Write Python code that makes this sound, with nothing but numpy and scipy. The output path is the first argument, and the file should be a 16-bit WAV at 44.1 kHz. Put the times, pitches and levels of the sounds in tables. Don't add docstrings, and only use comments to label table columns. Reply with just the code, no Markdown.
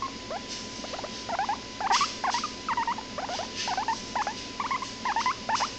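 import sys
import numpy as np
from scipy import signal
from scipy.fft import rfft, irfft, next_fast_len
from scipy.io import wavfile
from scipy.ndimage import map_coordinates

SR = 44100
rng = np.random.default_rng(int(sys.argv[2]) if len(sys.argv) > 2 else 0)


def bounce(signal):
    frames = np.transpose(np.atleast_2d(signal))
    limited = np.clip(frames, -1, 1)
    pcm = np.round(limited * 32767).astype(np.int16)
    wavfile.write(sys.argv[1], SR, pcm)


N = 254898
TIME = np.arange(N) / SR

# start_s, length_s, pitch_hz, glide_oct (over the squeak),
# arch_oct (opening), flick_oct (closing), level_db (at the start), fade_db (over the squeak)
SQUEAK_NOTES = [(0.022, 0.047, 1042, -0.07, 0.12, 0.14, -27, 3.0),
                (0.304, 0.07, 634, 0.7, 0.33, 0.23, -32.0, -3.5),
                (0.839, 0.018, 648, 0.64, 0.0, 0.075, -34.5, -1),
                (0.928, 0.028, 600, 0.66, 0.21, 0.0, -33.5, -3),
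                (0.986, 0.014, 757, 0.59, 0.093, 0.18, -28, 2.5),
                (1.037, 0.019, 620, 0.51, 0.14, 0.0, -30.5, 0),
                (1.289, 0.069, 626, -0.55, 0.84, 1.62, -29.5, -5),
                (1.387, 0.066, 812, 0.29, 0.082, 0.57, -23.5, 4.5),
                (1.488, 0.056, 849, 0.22, 0.0, 0.58, -23.0, 3.5),
                (1.804, 0.075, 716, 0.087, 0.71, 1.23, -29.5, -7.5),
                (1.901, 0.069, 939, 0.06, 0.054, 0.73, -20.5, -0.5),
                (2.007, 0.042, 1184, 0.19, 0.0, 0.094, -20, 2.5),
                (2.238, 0.068, 690.0, -0.75, 0.94, 1.72, -23.5, -1),
                (2.341, 0.051, 905.0, -0.048, 0.17, 0.93, -22.5, 8),
                (2.436, 0.025, 1207, -0.16, 0.06, 0.096, -25, 3),
                (2.685, 0.055, 939, -1.11, 0.0, 1.71, -24, 1),
                (2.772, 0.067, 884, -0.36, 0.061, 1.27, -22.5, 5.0),
                (2.874, 0.055, 914, -0.16, 0.0087, 0.88, -24, 2),
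                (2.982, 0.016, 895, -0.068, 0.0, 0.038, -27.5, 4),
                (3.179, 0.03, 640, 0.61, 0.015, 0.27, -29.5, 2.0),
                (3.223, 0.032, 688, -0.11, 0.0098, 0.95, -31.5, -3.5),
                (3.289, 0.07, 676, 0.49, 0.32, 0.49, -32.0, -2.5),
                (3.388, 0.03, 688, 0.39, 0.054, 0.033, -27.5, 1.5),
                (3.426, 0.016, 862, 0.37, 0.024, 0.096, -33.5, -2.5),
                (3.675, 0.068, 695, -0.5, 0.67, 1.35, -27.5, -2.5),
                (3.774, 0.064, 810, 0.2, 0.16, 0.73, -23, 5.5),
                (3.881, 0.058, 870, -0.11, 0.082, 0.55, -22, 4),
                (4.154, 0.073, 762, 0.1, 0.81, 1.06, -24.5, -1.0),
                (4.268, 0.06, 868, 0.29, 0.027, 0.19, -23, 15.5),
                (4.598, 0.035, 965.0, -0.23, 0.5, 0.0, -24.0, 9),
                (4.639, 0.032, 911, 0.14, 0.016, 0.84, -29, -3),
                (4.707, 0.061, 951, -0.084, 0.38, 0.64, -23.5, 4),
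                (4.82, 0.019, 1057, 0.099, 0.0, 0.12, -29, 0),
                (5.052, 0.075, 815, -0.4, 0.51, 1.22, -25.5, -1.5),
                (5.161, 0.059, 878, -0.073, 0.12, 1, -22.0, 4.5),
                (5.258, 0.062, 974, 0.022, 0.1, 0.91, -21.5, 2),
                (5.489, 0.071, 783, 0.32, 0.54, 0.92, -25, -4.5),
                (5.617, 0.039, 970, 0.51, 0.22, 0.3, -22.5, 2.5)]
# centre_s, half_length_s
VOICE_CRACKS = [(1.916, 0.01), (3.288, 0.0083), (4.267, 0.0068)]
# start_s, level_db (peak, before the trim)
FOLD_FLAPS = [(3.289, -21.5), (5.6027, -18), (5.6088, -14), (5.614, -22)]
# harmonic_number, level_db
VOICE_OVERTONES = [(2, -10.5), (3, -19), (4, -27.5)]
# time_s, overtones_db
VOICE_BRIGHTNESS = [(0, -6), (.4, -4), (1.4, -2), (2.0, 0.5), (2.8, 1), (3.3, -2.5), (3.9, -1), (4.25, 0),
                    (4.65, 4.5), (5.2, 3.5), (5.6, 1)]
# frequency_hz, gain_db
MOUTH_RADIATION = [(300, -1), (1000, 0.6), (3500, -0.5)]
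# start_s, swell_s, level_db (at the crest, before grain and echoes), top_band_db (relative)
HAND_STROKES = [(.478, 0.042, -37, 3), (.68, 0.087, -45.5, 3), (.84, .05, -38, -14),
                (1.05, 0.13, -41, -1.5), (1.419, 0.043, -43, -8.5), (1.914, .036, -25, -2.5),
                (2.298, 0.039, -31, -2.5), (3.27, 0.085, -34.5, -6.5), (3.54, 0.072, -29.5, -7.5),
                (3.86, 0.11, -42.5, 3), (4.05, 0.022, -47.5, 4), (4.20, .031, -44, 1), (4.34, .05, -38, -5),
                (4.62, 0.049, -44.5, -4.5), (4.81, 0.041, -40.5, 2), (5.02, .05, -41.5, -14.5),
                (5.171, .036, -35, -4.5), (5.538, 0.036, -31.5, -2)]
# (per Hz, relative)
SKIN_FRICTION = [(700, -36), (1200, -16.5), (1750, -5.5), (2150, -6), (2900, -1.5), (3500, -3), (4500, -1),
                 (5500, 0.5), (6200, 1), (6800, -8.5), (7600, -11.5), (8900, -33)]
# (per Hz, relative)
ROOM_NOISE = [(20, -11), (45, -16.5), (80, -14.5), (105, -7.5), (155, -17.5), (190, -3), (260, -6),
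              (310, -8.5), (400, -7.5), (600, -11), (850, -18.5), (1200, -21), (2000, -16), (5100, -17),
              (6900, -22), (8900, -52.5)]
# frequency_hz, level_db (rms)
HUM_LINES = [(58.7, -75), (59.9, -57.5), (104, -62.5), (119.8, -60), (226, -53.5), (256, -56), (273.5, -53),
             (362, -60)]
# frequency_hz, level_db (rms)
WHINE_LINES = [(1001.3, -49.5), (2002.6, -59.5), (5006.5, -59.5)]
# centre_hz, width_hz, gain_db
CASE_RESONANCES = [(1890, 97, -3.5), (2904, 40, 7), (5020, 930, 3)]
# frequency_hz, t60_s
WALL_DECAY = [(200, 0.35), (1500, 0.32), (8000, 0.097)]

ARCH_AT_S, ARCH_WIDTH_S = .0046, .0289
SCOOP_SHARE, SCOOP_S = 1.45, .0107
CATCH_AT_S, CATCH_WIDTH_S, CATCH_DB_PER_OCT = .0276, 0.0055, 8
FLICK_S = .0081
ATTACK_S, RELEASE_S, KICK_DB, KICK_S = .0017, 0.0046, 3, .0053
USUAL_HZ, PURER_DB_PER_OCT, THROAT_HZ = 886, 8.5, 2850
WANDER_OCT, WANDER_PER_S = .022, 80
CRACK_DROP_OCT = 0.269
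CLOSE_SHARE, CLOSE_AFTER_S, CLOSE_SCATTER_S, CLOSE_DB = .4, .011, .004, -28
STROKE_T60_S = 0.76
TOP_HZ = 9200


def squeaks(jitter=.009, flutter_db=0.8, overtone_db=3.0, rasp_db=1.0, crack_db=-7):
    out = np.zeros(N)
    bends = 2 ** (WANDER_OCT * wobble(WANDER_PER_S))
    tremor = 1 + jitter * wobble(300)
    waver = bends * tremor
    flutter = amp(flutter_db * wobble(170))
    closure_db = np.interp(TIME, *np.transpose(VOICE_BRIGHTNESS)) + overtone_db * wobble(90)
    strengths = [(k, amp(db + closure_db + rasp_db * wobble(250))) for k, db in VOICE_OVERTONES]
    for start, length, hz, glide, arch, flick, db, fade_db in SQUEAK_NOTES:
        t = np.arange(int(length * SR)) / SR
        first = round(start * SR)
        span = slice(first, first + len(t))
        cracked = cracking(start + t)

        opening = bump(t, ARCH_AT_S, ARCH_WIDTH_S) - SCOOP_SHARE * np.exp(-t / SCOOP_S)
        closing = np.exp((t - length) / FLICK_S)
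        octaves = glide * (t / length - .5) + arch * opening + flick * closing
        pitch = hz * 2 ** (octaves - CRACK_DROP_OCT * cracked) * waver[span]
        phase = 2 * np.pi * np.cumsum(pitch) / SR

        catch_db = CATCH_DB_PER_OCT * arch * bump(t, CATCH_AT_S, CATCH_WIDTH_S)
        level_db = db - fade_db * t / length + KICK_DB * np.exp(-t / KICK_S) - catch_db
        gate = np.clip(t / ATTACK_S, 0, 1) * np.clip((length - t) / RELEASE_S, 0, 1)

        def partial(k):
            return np.sin(k * phase) / np.sqrt(1 + (k * pitch / THROAT_HZ) ** 10)

        richness = amp(-PURER_DB_PER_OCT * np.log2(pitch / USUAL_HZ))
        overtones = richness * sum(strength[span] * partial(k) for k, strength in strengths)
        halves = partial(1 / 2) / 2 + partial(1 + 1 / 2) + partial(2 + 1 / 2) / 2
        tone = partial(0.99) + overtones + amp(crack_db) * cracked * halves
        out[span] += amp(level_db) * gate * flutter[span] * tone
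    return filtered(out, lambda hz: amp(along(MOUTH_RADIATION, hz)))


def cracking(t):
    return sum(np.clip(2 * (1 - np.abs(t - centre) / reach), 0, 1) for centre, reach in VOICE_CRACKS)


def bump(t, centre, width):
    return np.exp(-((t - centre) / width) ** 2)


def flaps(trim_db=-3):
    out, t = np.zeros(N), np.arange(SR // 40) / SR
    throat = [(820, 10.0, 0.0074), (1390, -6, 0.011), (2500, -25, .005)]  # frequency_hz, level_db, t60_s
    ring = sum(amp(db - 60 * t / t60) * np.cos(2 * np.pi * hz * t) for hz, db, t60 in throat)
    ring = signal.lfilter(*signal.butter(2, [400, 3000], "bandpass", fs=SR), ring)
    ring = ring / np.abs(ring).max()

    events = list(FOLD_FLAPS)
    chance = rng.random((len(SQUEAK_NOTES), 2))
    for (start, length, *_), (draw, late) in zip(SQUEAK_NOTES, chance):
        if draw < CLOSE_SHARE:
            scatter = CLOSE_SCATTER_S * (2 * late - 1)
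            events.append((start + length + CLOSE_AFTER_S + scatter, CLOSE_DB))
    for start, db in events:
        out[round(start * SR):][:len(t)] += amp(db + trim_db) * ring
    return out


def stroking(grain_db=-1.0, split_hz=5200, echo_db=-7, echo_life_s=0.0075):
    slips = coloured(rng.standard_normal(N) * amp(grain_db * wobble(900)), SKIN_FRICTION)
    body = filtered(slips, lambda hz: 1 / (1 + (hz / split_hz) ** 6))
    top = slips - body
    out, t = np.zeros(N + SR), np.arange(SR) / SR
    for start, swell, db, top_db in HAND_STROKES:
        part = rng.integers(N - SR) + np.arange(SR)
        hiss = body[part] + amp(top_db) * top[part]
        fall_db = 60 * np.maximum(t - swell, 0) / STROKE_T60_S
        level = np.clip(t / swell, 0, 1) * amp(db - fall_db)
        out[round(start * SR):][:SR] += level * nearby(hiss, echo_db, echo_life_s)
    return out[:N]


def nearby(x, echo_db, life_s):
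    t = np.arange(SR // 20) / SR
    echoes = rng.standard_normal(len(t)) * np.exp(-t / life_s)
    echoes = echoes / np.linalg.norm(echoes)
    return x + amp(echo_db) * signal.fftconvolve(x, echoes)[:len(x)]


def walls(x):
    hz, t, z = signal.stft(rng.standard_normal(SR // 2), SR, nperseg=256)
    decay = amp(-60 * t / along(WALL_DECAY, hz)[:, None])
    tail = signal.istft(z * decay, SR, nperseg=256)[1]
    delayed = np.pad(x, (SR // 200, 0))
    return signal.fftconvolve(delayed, tail / np.linalg.norm(tail))[:N]


def background(room_db=-41.0, hum_drift_rad=.4, whine_drift_rad=0.13):
    noise = amp(room_db) * coloured(rng.standard_normal(N), ROOM_NOISE)
    return noise + steady_tones(HUM_LINES, hum_drift_rad) + steady_tones(WHINE_LINES, whine_drift_rad)


def steady_tones(lines, drift_rad):
    out = np.zeros(N)
    for hz, db in lines:
        phase = 2 * np.pi * hz * TIME + drift_rad * wobble(6)
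        out += np.sqrt(2) * amp(db) * np.sin(phase)
    return out


def coloured(x, spectrum):
    def response(hz):
        case_db = sum(db / (1 + (2 * (hz - centre) / width) ** 2) for centre, width, db in CASE_RESONANCES)
        return amp(along(spectrum, hz) + case_db)
    return unit(filtered(x, response))


def filtered(x, response):
    m = next_fast_len(N + SR // 2)
    return irfft(rfft(x, m) * response(np.fft.rfftfreq(m, 1 / SR)), m)[:N]


def wobble(rate):
    return map_coordinates(rng.standard_normal(int(N * rate / SR) + 4), [TIME * rate])


def along(points, hz):
    f, v = np.transpose(points)
    return np.interp(np.log(hz + 1), np.log(f + 1), v)


def unit(x):
    return x / np.sqrt(np.mean(x ** 2) + 1e-20)


def amp(db):
    return 10 ** (np.asarray(db) / 20)


def scene(wet_db=-21):
    voice = squeaks() + flaps()
    return (voice + amp(wet_db) * walls(voice) + stroking() + background())[None]


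def record(dry):
    return filtered(dry[0], lambda hz: np.clip((TOP_HZ - hz) / 500, 0, 1) ** 2)[None]


dry = scene()
out = record(dry)
bounce(out)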